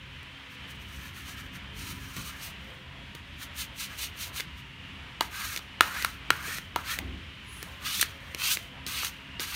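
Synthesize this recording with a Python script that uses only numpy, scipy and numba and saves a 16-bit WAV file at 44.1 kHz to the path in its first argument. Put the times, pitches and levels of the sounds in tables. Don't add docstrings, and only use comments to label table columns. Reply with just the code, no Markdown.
import sys
import numpy as np
from scipy import signal
from scipy.fft import rfft, irfft
from scipy.io import wavfile
from scipy.ndimage import uniform_filter1d
from numba import njit

SR = 44100
rng = np.random.default_rng(int(sys.argv[2]) if len(sys.argv) > 2 else 0)


def convert_level_to_amplitude(level_db):
    exponent = np.asarray(level_db, float) / 20
    return 10 ** exponent


def int16_out(signal):
    q = np.round(np.clip(np.atleast_2d(signal).T, -1, 1) * 32767)
    wavfile.write(sys.argv[1], SR, q.astype(np.int16))


N = 421155

# [f/Hz, density/dB]
EDGE_SPECTRUM = [(2350, -43), (4000, 0), (4390, -5), (5060, -7.5), (5650, -1.5), (6560, -1), (7480, -7),
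                 (9530, -2.5), (10500, -11.5), (11300, -5), (14000, -5.5), (15100, -3), (15800, -11)]


def level(x, db=0):
    return x * convert_level_to_amplitude(db) / np.sqrt(np.mean(x ** 2))


def colour(x, points):
    hz, db = np.transpose(points)
    f = np.maximum(np.fft.rfftfreq(len(x), 1 / SR), 1)
    gain_db = np.interp(np.log(f), np.log(hz), db, left=-90, right=-90)
    return irfft(rfft(x) * convert_level_to_amplitude(gain_db), len(x))


def walk(rate_hz):
    hold = int(SR / rate_hz)
    steps = np.repeat(rng.standard_normal(N // hold + 1), hold)
    return 1.403 * uniform_filter1d(uniform_filter1d(steps, hold), hold)[:N]


@njit
def band(x, hz, sharp):
    y, b, l, k = np.empty(len(x)), 0., 0., 1 / sharp
    for i in range(len(x)):
        g = np.tan(np.pi * hz[i] / SR)
        v = (b + g * (x[i] - l)) / (1 + g * (g + k))
        b, l, y[i] = 2 * v - b, l + 2 * g * v, k * v
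    return y


def fixed_band(x, hz, sharp):
    return band(x, np.full(N, float(hz)), sharp)


def slips(spread_db):
    chance = rng.standard_normal(N)
    return level(chance * convert_level_to_amplitude(spread_db * rng.exponential(size=N)))


def rub_moves(t, rub_hz):
    # [middle t/s, length/s, edge hiss/dB, blade ring re hiss/dB]
    rubs = [(.53, .1, -59, -3), (0.707, 0.094, -56, -7), (0.758, .04, -61, -3), (.82, .1, -61, -2),
            (0.947, 0.27, -56.5, 0), (1.055, 0.23, -53, 0.5), (1.186, 0.15, -51.5, 1),
            (1.283, 0.18, -48.5, -1.5), (1.38, 0.2, -53, 1.5), (1.456, .08, -60, 5),
            (1.556, 0.083, -51.5, 2), (2.026, 0.44, -55, 1), (2.142, 0.24, -53, -1), (2.45, 0.17, -43, -8),
            (2.7, 0.44, -67, 2), (3.43, .11, -45.5, -3.5), (3.606, 0.13, -38.5, -9),
            (3.82, 0.14, -37.5, -11), (3.931, 0.15, -53, 2.5), (4.028, 0.14, -36, -15.5),
            (4.231, 0.16, -38.5, -10.5), (4.383, 0.11, -37, -5.5), (4.586, 0.097, -59.5, 0),
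            (7.64, 0.5, -56, 1), (2.38, 0.15, -58.5, 6), (1.807, 0.14, -46.5, -7.5),
            (1.88, 0.26, -45.5, -5), (2.303, 0.2, -52.5, 1.5)]
    flank_db, roundness, higher_db = 83.5, 0.29, -0.5
    moves = []
    for s, length_s, db, ring_db in rubs:
        distance = np.hypot((t - s) / length_s, roundness) - roundness
        moves.append((convert_level_to_amplitude(db - flank_db * distance), ring_db, higher_db, 0, rub_hz))
    return moves


def stroke_moves(t):
    # [start t/s, end t/s, edge hiss/dB, blade ring re hiss/dB, first mode at end f/Hz]
    flat_pulls = [
        (5.28, 5.58, -41.5, 2.5, 1780),
        (5.85, 6.04, -42, 4.5, 1990),
        (6.375, 6.582, -41, 2.5, 1930),
    ]
    steep_pushes = [
        (7.785, 8.025, -36.5, 3, 1990),
        (8.345, 8.552, -31.5, -1.5, 1720),
    ]
    edge_wipes = [
        (6.8, 6.94, -38, 2, 1900),
        (8.862, 9.06, -37, -8, 1480),
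        (9.44, 9.62, -42, 0.5, 1620),
    ]
    # level/dB, dip at both ends/dB, sharp ones re dense slab/dB
    kinds = [(flat_pulls, (0.15, 700, -11, -15, 1489), (0, 1, 0)),
             (steep_pushes, (0.13, 800, 9, -64, 1338), (4, 5, 4.6)),
             (edge_wipes, (0.15, 320, 11, -12, 1450), (4.5, 3.3, 0))]
    trail_db, trail_fall_db_s = -14, 145
    peak_at = 0.42
    moves = []
    for strokes, grip, higher in kinds:
        attack_s, stop_db_s, growth_db_s, change_db_s, start_hz = grip
        higher_db, dip_db, sharp_db = higher
        for s, end, db, ring_db, end_hz in strokes:
            since = np.clip(t - s, 0, end - s)
            after = np.maximum(t - end, 0)
            speed = np.sin(np.pi / 2 * np.minimum(since / attack_s, 1)) ** 2
            speed *= np.maximum(convert_level_to_amplitude(-stop_db_s * after), convert_level_to_amplitude(trail_db - trail_fall_db_s * after))
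            gain = speed * convert_level_to_amplitude(db + growth_db_s * (since - attack_s))
            off_peak = since / (end - s) / peak_at - 1
            hz = np.interp(t, [s, end], [start_hz, end_hz])
            moves.append((gain, ring_db + change_db_s * since,
                          higher_db - dip_db * off_peak ** 2, sharp_db, hz))
    return moves


def skid_moves(t):
    # [t/s, edge hiss/dB, decay/(dB/s), blade ring re hiss/dB, first mode f/Hz]
    skids = [(2.162, -43.5, 38, -3.5, 1340), (3.15, -58, 250, 2, 1630), (5.215, -42, 262, 3, 1530),
             (5.812, -41.5, 60, 2.5, 1240), (6.052, -42.5, 190, -0.5, 1480), (6.31, -47, 60, 5, 1430),
             (6.764, -50, 113, 6, 1230), (7.985, -43, 280, -7, 1800), (8.009, -25, 512, -23, 1740),
             (8.035, -47, 147, -1, 1690), (8.2, -65, -30, 5, 1740), (8.87, -38, 48, -5.5, 1530),
             (9.4, -35.5, 105, -4.5, 1510)]
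    max_s, higher_db, climb_hz_s = 0.158, 0.5, 1300
    moves = []
    for s, db, dying_db_s, ring_db, hz in skids:
        since = np.clip(t - s, 0, max_s)
        touch = np.clip(np.minimum((t - s) / 0.0026, (s + max_s - t) / 0.02), 0, 1)
        gain = touch * convert_level_to_amplitude(db - dying_db_s * since)
        moves.append((gain, ring_db, higher_db, 0, hz + climb_hz_s * since))
    return moves


def hand():
    t, rub_hz = np.arange(N) / SR, 1670
    power = np.full((4, N), 1e-14)
    bend = np.full(N, 1e-14 * rub_hz)
    for gain, ring_db, higher_db, sharp_db, hz in rub_moves(t, rub_hz) + stroke_moves(t) + skid_moves(t):
        ring = gain * convert_level_to_amplitude(ring_db)
        higher = gain * convert_level_to_amplitude(higher_db + sharp_db / 2)
        slab = gain * convert_level_to_amplitude(higher_db - sharp_db / 2)
        power += np.array([gain, ring, higher, slab]) ** 2
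        bend += ring ** 2 * hz
    return np.sqrt(power), bend / power[1]


def rubbing():
    # [f/Hz, density/dB]
    slab_spectrum = [(1500, -20), (2100, 0.5), (2600, 4), (3000, -3), (3400, -0.5), (4200, 2.5), (4800, -3),
                     (6000, -33)]
    gains, hz = hand()
    hz = np.clip(hz * (1 + 0.03 * walk(40)), 500, 4000)
    patchy_db = 1.33 * walk(70)

    edge = colour(slips(1.2), EDGE_SPECTRUM)
    clumps = 0
    for f in 4600 * 1.17 ** np.arange(8):
        clumps = clumps + convert_level_to_amplitude(2.8 * walk(22)) * band(edge, f * (1 + 0.046 * walk(13)), 11.0)
    hiss = level(edge + 0.32 * clumps) * convert_level_to_amplitude(0.99 * walk(120))

    shake = slips(2.0) / np.sqrt(hz)

    def mode(multiple, sharp, db):
        ring = band(band(shake, multiple * hz, 1.43), multiple * hz, sharp)
        return convert_level_to_amplitude(db + 1.3 * walk(80)) * level(ring)

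    focus = np.clip(gains[1] / gains[0] / 1.7, 0.5, 1)
    first = 1.25 * level(focus * mode(1, 8.5, 0) + mode(0.82, 6., -7) + mode(1.25, 5., -7))
    higher = level(mode(1.817, 21.0, -3.6) + mode(2.09, 12.0, -6.5) + mode(2.84, 7.1, -8.5), -4.3)
    slab = level(colour(slips(1.3), slab_spectrum), -3.0)
    return convert_level_to_amplitude(patchy_db) * np.sum(gains * [hiss, first, higher, slab], axis=0)


def clacks():
    # [t/s, peak/dB, ring f/Hz, upper ring re low/dB, crack re low/dB]
    landings = [(0.23, -36, 1740, -22.5, -5), (2.166, -31, 1910, -20, -10), (3.15, -29, 2210, -3, -9),
                (5.208, -9, 945, -3.5, -13), (5.8075, 2.5, 1336, -10, -16), (6.304, -2, 1404, -11, -16.5),
                (6.76, -10.5, 965, -8.5, -17), (7.628, -22.5, 1790, -11, -5), (8.347, -18, 2270, -7, -8),
                (8.865, -19.5, 2240, 6, -1), (9.396, -16.5, 2210, -2, -24)]
    snaps = [(4.398, -23, 1760, -5, -20), (4.4, -19.5, 2140, -2, -15), (4.405, -19, 1580, 5, -6),
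             (5.562, -18, 2220, -9, -8), (5.574, -17.5, 1900, -3, -7), (5.591, -26, 1270, 1, -20),
             (6.024, -18, 1860, -16, -9), (6.047, -5.5, 1370, -10, -10.5), (6.584, -22, 1820, -14, -13),
             (6.988, -16.5, 2040, -16, -11), (7.996, -20, 1800, -18, -8), (8.012, -6, 1440, -11, 12),
             (8.016, -28, 1920, -14, 11), (8.027, -8, 1710, -11, -11), (8.571, -18, 2100, -29, -18),
             (9.025, -27, 1400, -1, -14), (9.032, -22, 1246, -14, -11), (9.047, -16.5, 1780, 5, -4),
             (9.068, -23.5, 1420, 3, -18)]
    # [f/Hz, T60/s]
    upper_modes = [(2050, 0.018), (2400, 0.0046), (2880, 0.024), (3400, 0.018), (3850, 0.013),
                   (4400, 0.013), (5900, 0.0075), (6700, 0.0089)]
    low_modes = [(0.956, 1.0, 19), (1.319, 1.0, 12.8), (0.798, 0.63, 14.6),
                 (1.513, 0.47, 10.2)]
    size = 4096
    out, t = np.zeros(N + size), np.arange(size) / SR
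    bent = t + 0.00025 * (1 - np.exp(-t / 0.0005))

    def ring(f, t60_s):
        return np.sin(2 * np.pi * f * bent) * convert_level_to_amplitude(-60 * t / max(t60_s, 0.002))

    thud = ring(336, 0.032) + 0.69 * ring(432, 0.028)
    for touches, full_scale_thud_db in ((landings, -21.5), (snaps, -28.5)):
        for s, db, hz, upper_db, crack_db in touches:
            noise = rng.standard_normal(size)
            low = sum(g * ring(m * hz, cycles / hz) for m, g, cycles in low_modes)
            low *= 1 - np.exp(-t / 0.00091 * (hz / 1000) ** 3)
            upper = 0
            for (f, t60_s), sign, spread in zip(upper_modes, noise, noise[8:]):
                gain = np.sign(sign) * convert_level_to_amplitude(2.4 * spread) * min(1, (4300 / f) ** 2)
                upper = upper + gain * ring(f, t60_s)
            crack_decay = convert_level_to_amplitude(-60 * t / 0.0074) + convert_level_to_amplitude(-26.0 - 60 * t / 0.082)
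            crack = crack_decay * level(colour(noise, EDGE_SPECTRUM))
            thud_db = full_scale_thud_db - 0.41 * db
            hit = 1.03 * low + convert_level_to_amplitude(upper_db - 7.5) * upper
            hit += convert_level_to_amplitude(crack_db + 3.5) * crack + convert_level_to_amplitude(thud_db) * thud
            hit *= 1 - np.exp(-t / 0.00019)
            i = int((s + 0.0003) * SR)
            out[i:i + size] += convert_level_to_amplitude(db) * hit / np.abs(hit).max()
    return out[:N]


def thumps():
    # [t/s, level/dB, f/Hz, T60/s]
    bumps = [(2.17, -35, 139, 0.32), (4.47, -41, 129, 0.15), (6.47, -34.5, 330, 0.08),
             (7.0, -40.5, 300, 0.51), (8.86, -35.5, 203, 0.11), (9.398, -32, 417, 0.06),
             (5.81, -48, 650, 0.18), (6.969, -45, 616, 0.44), (7.66, -49.5, 690, 0.55)]
    t, noise, out = np.arange(N) / SR, rng.standard_normal(N), 0
    for s, db, hz, t60_s in bumps:
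        since = np.maximum(t - s, 0)
        burst = level(fixed_band(fixed_band(noise, hz, 1.4), hz, 1.4), db)
        out = out + burst * (1 - np.exp(-since / 0.0092)) * convert_level_to_amplitude(-60 * since / t60_s)
    return out


def room(x):
    t60_s, tail_db = 0.41, -19.5
    t = np.arange(SR // 2) / SR
    noise = rng.standard_normal(len(t))
    dull = uniform_filter1d(noise, size=6)
    tail = (dull + 0.67 * noise * np.exp(-t / 0.028)) * convert_level_to_amplitude(-60 * t / t60_s)
    tail *= np.clip(t / 0.006 - 0.6, 0, 1)
    return signal.fftconvolve(x, tail * convert_level_to_amplitude(tail_db) / np.sqrt(np.sum(tail ** 2)))[:N]


def squeal():
    # [t/s, f/Hz, partials/dB, breakup hiss/dB]
    course = [
        (7.43, 850, -86, -78),
        (7.48, 848, -69, -72),
        (7.53, 846, -60, -70),
        (7.552, 846, -60, -60),
        (7.57, 846, -75, -53),
        (7.62, 846, -85, -57),
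        (7.68, 846, -94, -64),
        (7.72, 880, -90, -82),
    ]
    # [multiple, level/dB]
    orders = [(8, -2), (9, -9), (10, -9), (11, 0), (12, 4.5), (13, 0), (15, -12), (16, -14), (18, -16)]
    s, hz, db, hiss_db = np.transpose(course)
    t = np.arange(N) / SR
    phase = 2 * np.pi * np.cumsum(np.interp(t, s, hz) * (1 + 0.003 * walk(90))) / SR
    lines = sum(convert_level_to_amplitude(g + 3.1 * walk(110)) * np.sin(m * phase) for m, g in orders)
    hiss = level(fixed_band(fixed_band(rng.standard_normal(N), 10000, 3.), 10000, 3.))

    def gain(curve_db):
        return convert_level_to_amplitude(np.interp(t, s, curve_db, left=-200, right=-200))

    return lines * gain(db) + hiss * gain(hiss_db)


def workshop():
    # [f/Hz, density/dB]
    fan_spectrum = [(210, -17), (350, -11), (480, -14), (780, -10), (1000, -5.5), (1450, -4), (1870, -1),
                    (2600, -0.5), (2950, 0), (3300, -3.5), (3600, -6.5), (4600, -15.5), (7000, -24.5),
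                    (15800, -36)]
    # [f/Hz, level/dB]
    hall_modes = [(420, -75.5), (535, -70), (670, -75.5), (975, -71.5), (3000, -65)]
    # [f/Hz, density/dB]
    rumble_spectrum = [(18, -37), (30, -13), (64, -1.5), (87, 0.5), (201, -7.5), (236, -13.5), (267, -9.5),
                       (293, -14), (450, -18.5), (580, -72), (990, -120)]
    # [t/s, level/dB]
    rumble_course = [(0.0, -50.5), (0.24, -51), (0.45, -59), (0.61, -50), (2.07, -46), (2.13, -53),
                     (2.18, -45), (2.26, -49.5), (4.79, -50.5), (5.48, -48), (5.53, -51), (6.94, -47.5),
                     (7.1, -41), (7.32, -49), (9.39, -52), (9.42, -48.5), (9.55, -52.5)]
    # [f/Hz, level/dB]
    hum_lines = [(66.5, -69), (133, -58), (199, -66), (266, -61)]
    t = np.arange(N) / SR

    air = level(colour(slips(0.3), fan_spectrum), -48)
    dull = fixed_band(air, 600, 1.3)
    fans = (air - dull) * convert_level_to_amplitude(0.2 * walk(1.48) + 0.7 * walk(8.5))
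    fans += dull * convert_level_to_amplitude(1.1 * walk(2.5) + 2.8 * walk(15))
    for hz, db in hall_modes:
        fans += level(band(air, hz * (1 + 0.04 * walk(3)), 24.0), db) * convert_level_to_amplitude(4.0 * walk(9))

    s, course_db = np.transpose(rumble_course)
    rumble_db = np.interp(t, s, course_db)
    rumble = colour(rng.standard_normal(N), rumble_spectrum)
    deep = level(fixed_band(rumble, 65, 1.77))
    upper = level(fixed_band(rumble, 200, 1.07)) * convert_level_to_amplitude(-3.5 + 0.78 * walk(4) + 1.34 * walk(25))

    hum = 0
    for hz, db in hum_lines:
        phase = 2 * np.pi * np.cumsum(hz * (1 + 0.00756 * walk(6.7))) / SR
        hum = hum + convert_level_to_amplitude(db + 3.4 * walk(5)) * np.sin(phase)
    hum *= convert_level_to_amplitude(0.76 * (rumble_db - np.median(course_db)))
    return fans + (deep + upper) * convert_level_to_amplitude(rumble_db) + hum


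def scene():
    near = rubbing() + clacks()
    lag = int(0.00159 * SR)
    near[lag:] += 0.031 * near[:-lag]
    return np.tile(near + room(near) + thumps() + squeal() + workshop(), (2, 1))


def band_limit(x):
    return signal.sosfilt(signal.butter(12, 16710, fs=SR, output="sos"), x)


def record(dry):
    top = signal.ellip(7, 0.2, 52, 16200, fs=SR, output="sos")
    return band_limit(signal.sosfilt(top, np.clip(dry, -0.9, 0.9)))


dry = scene()
out = record(dry)
int16_out(out)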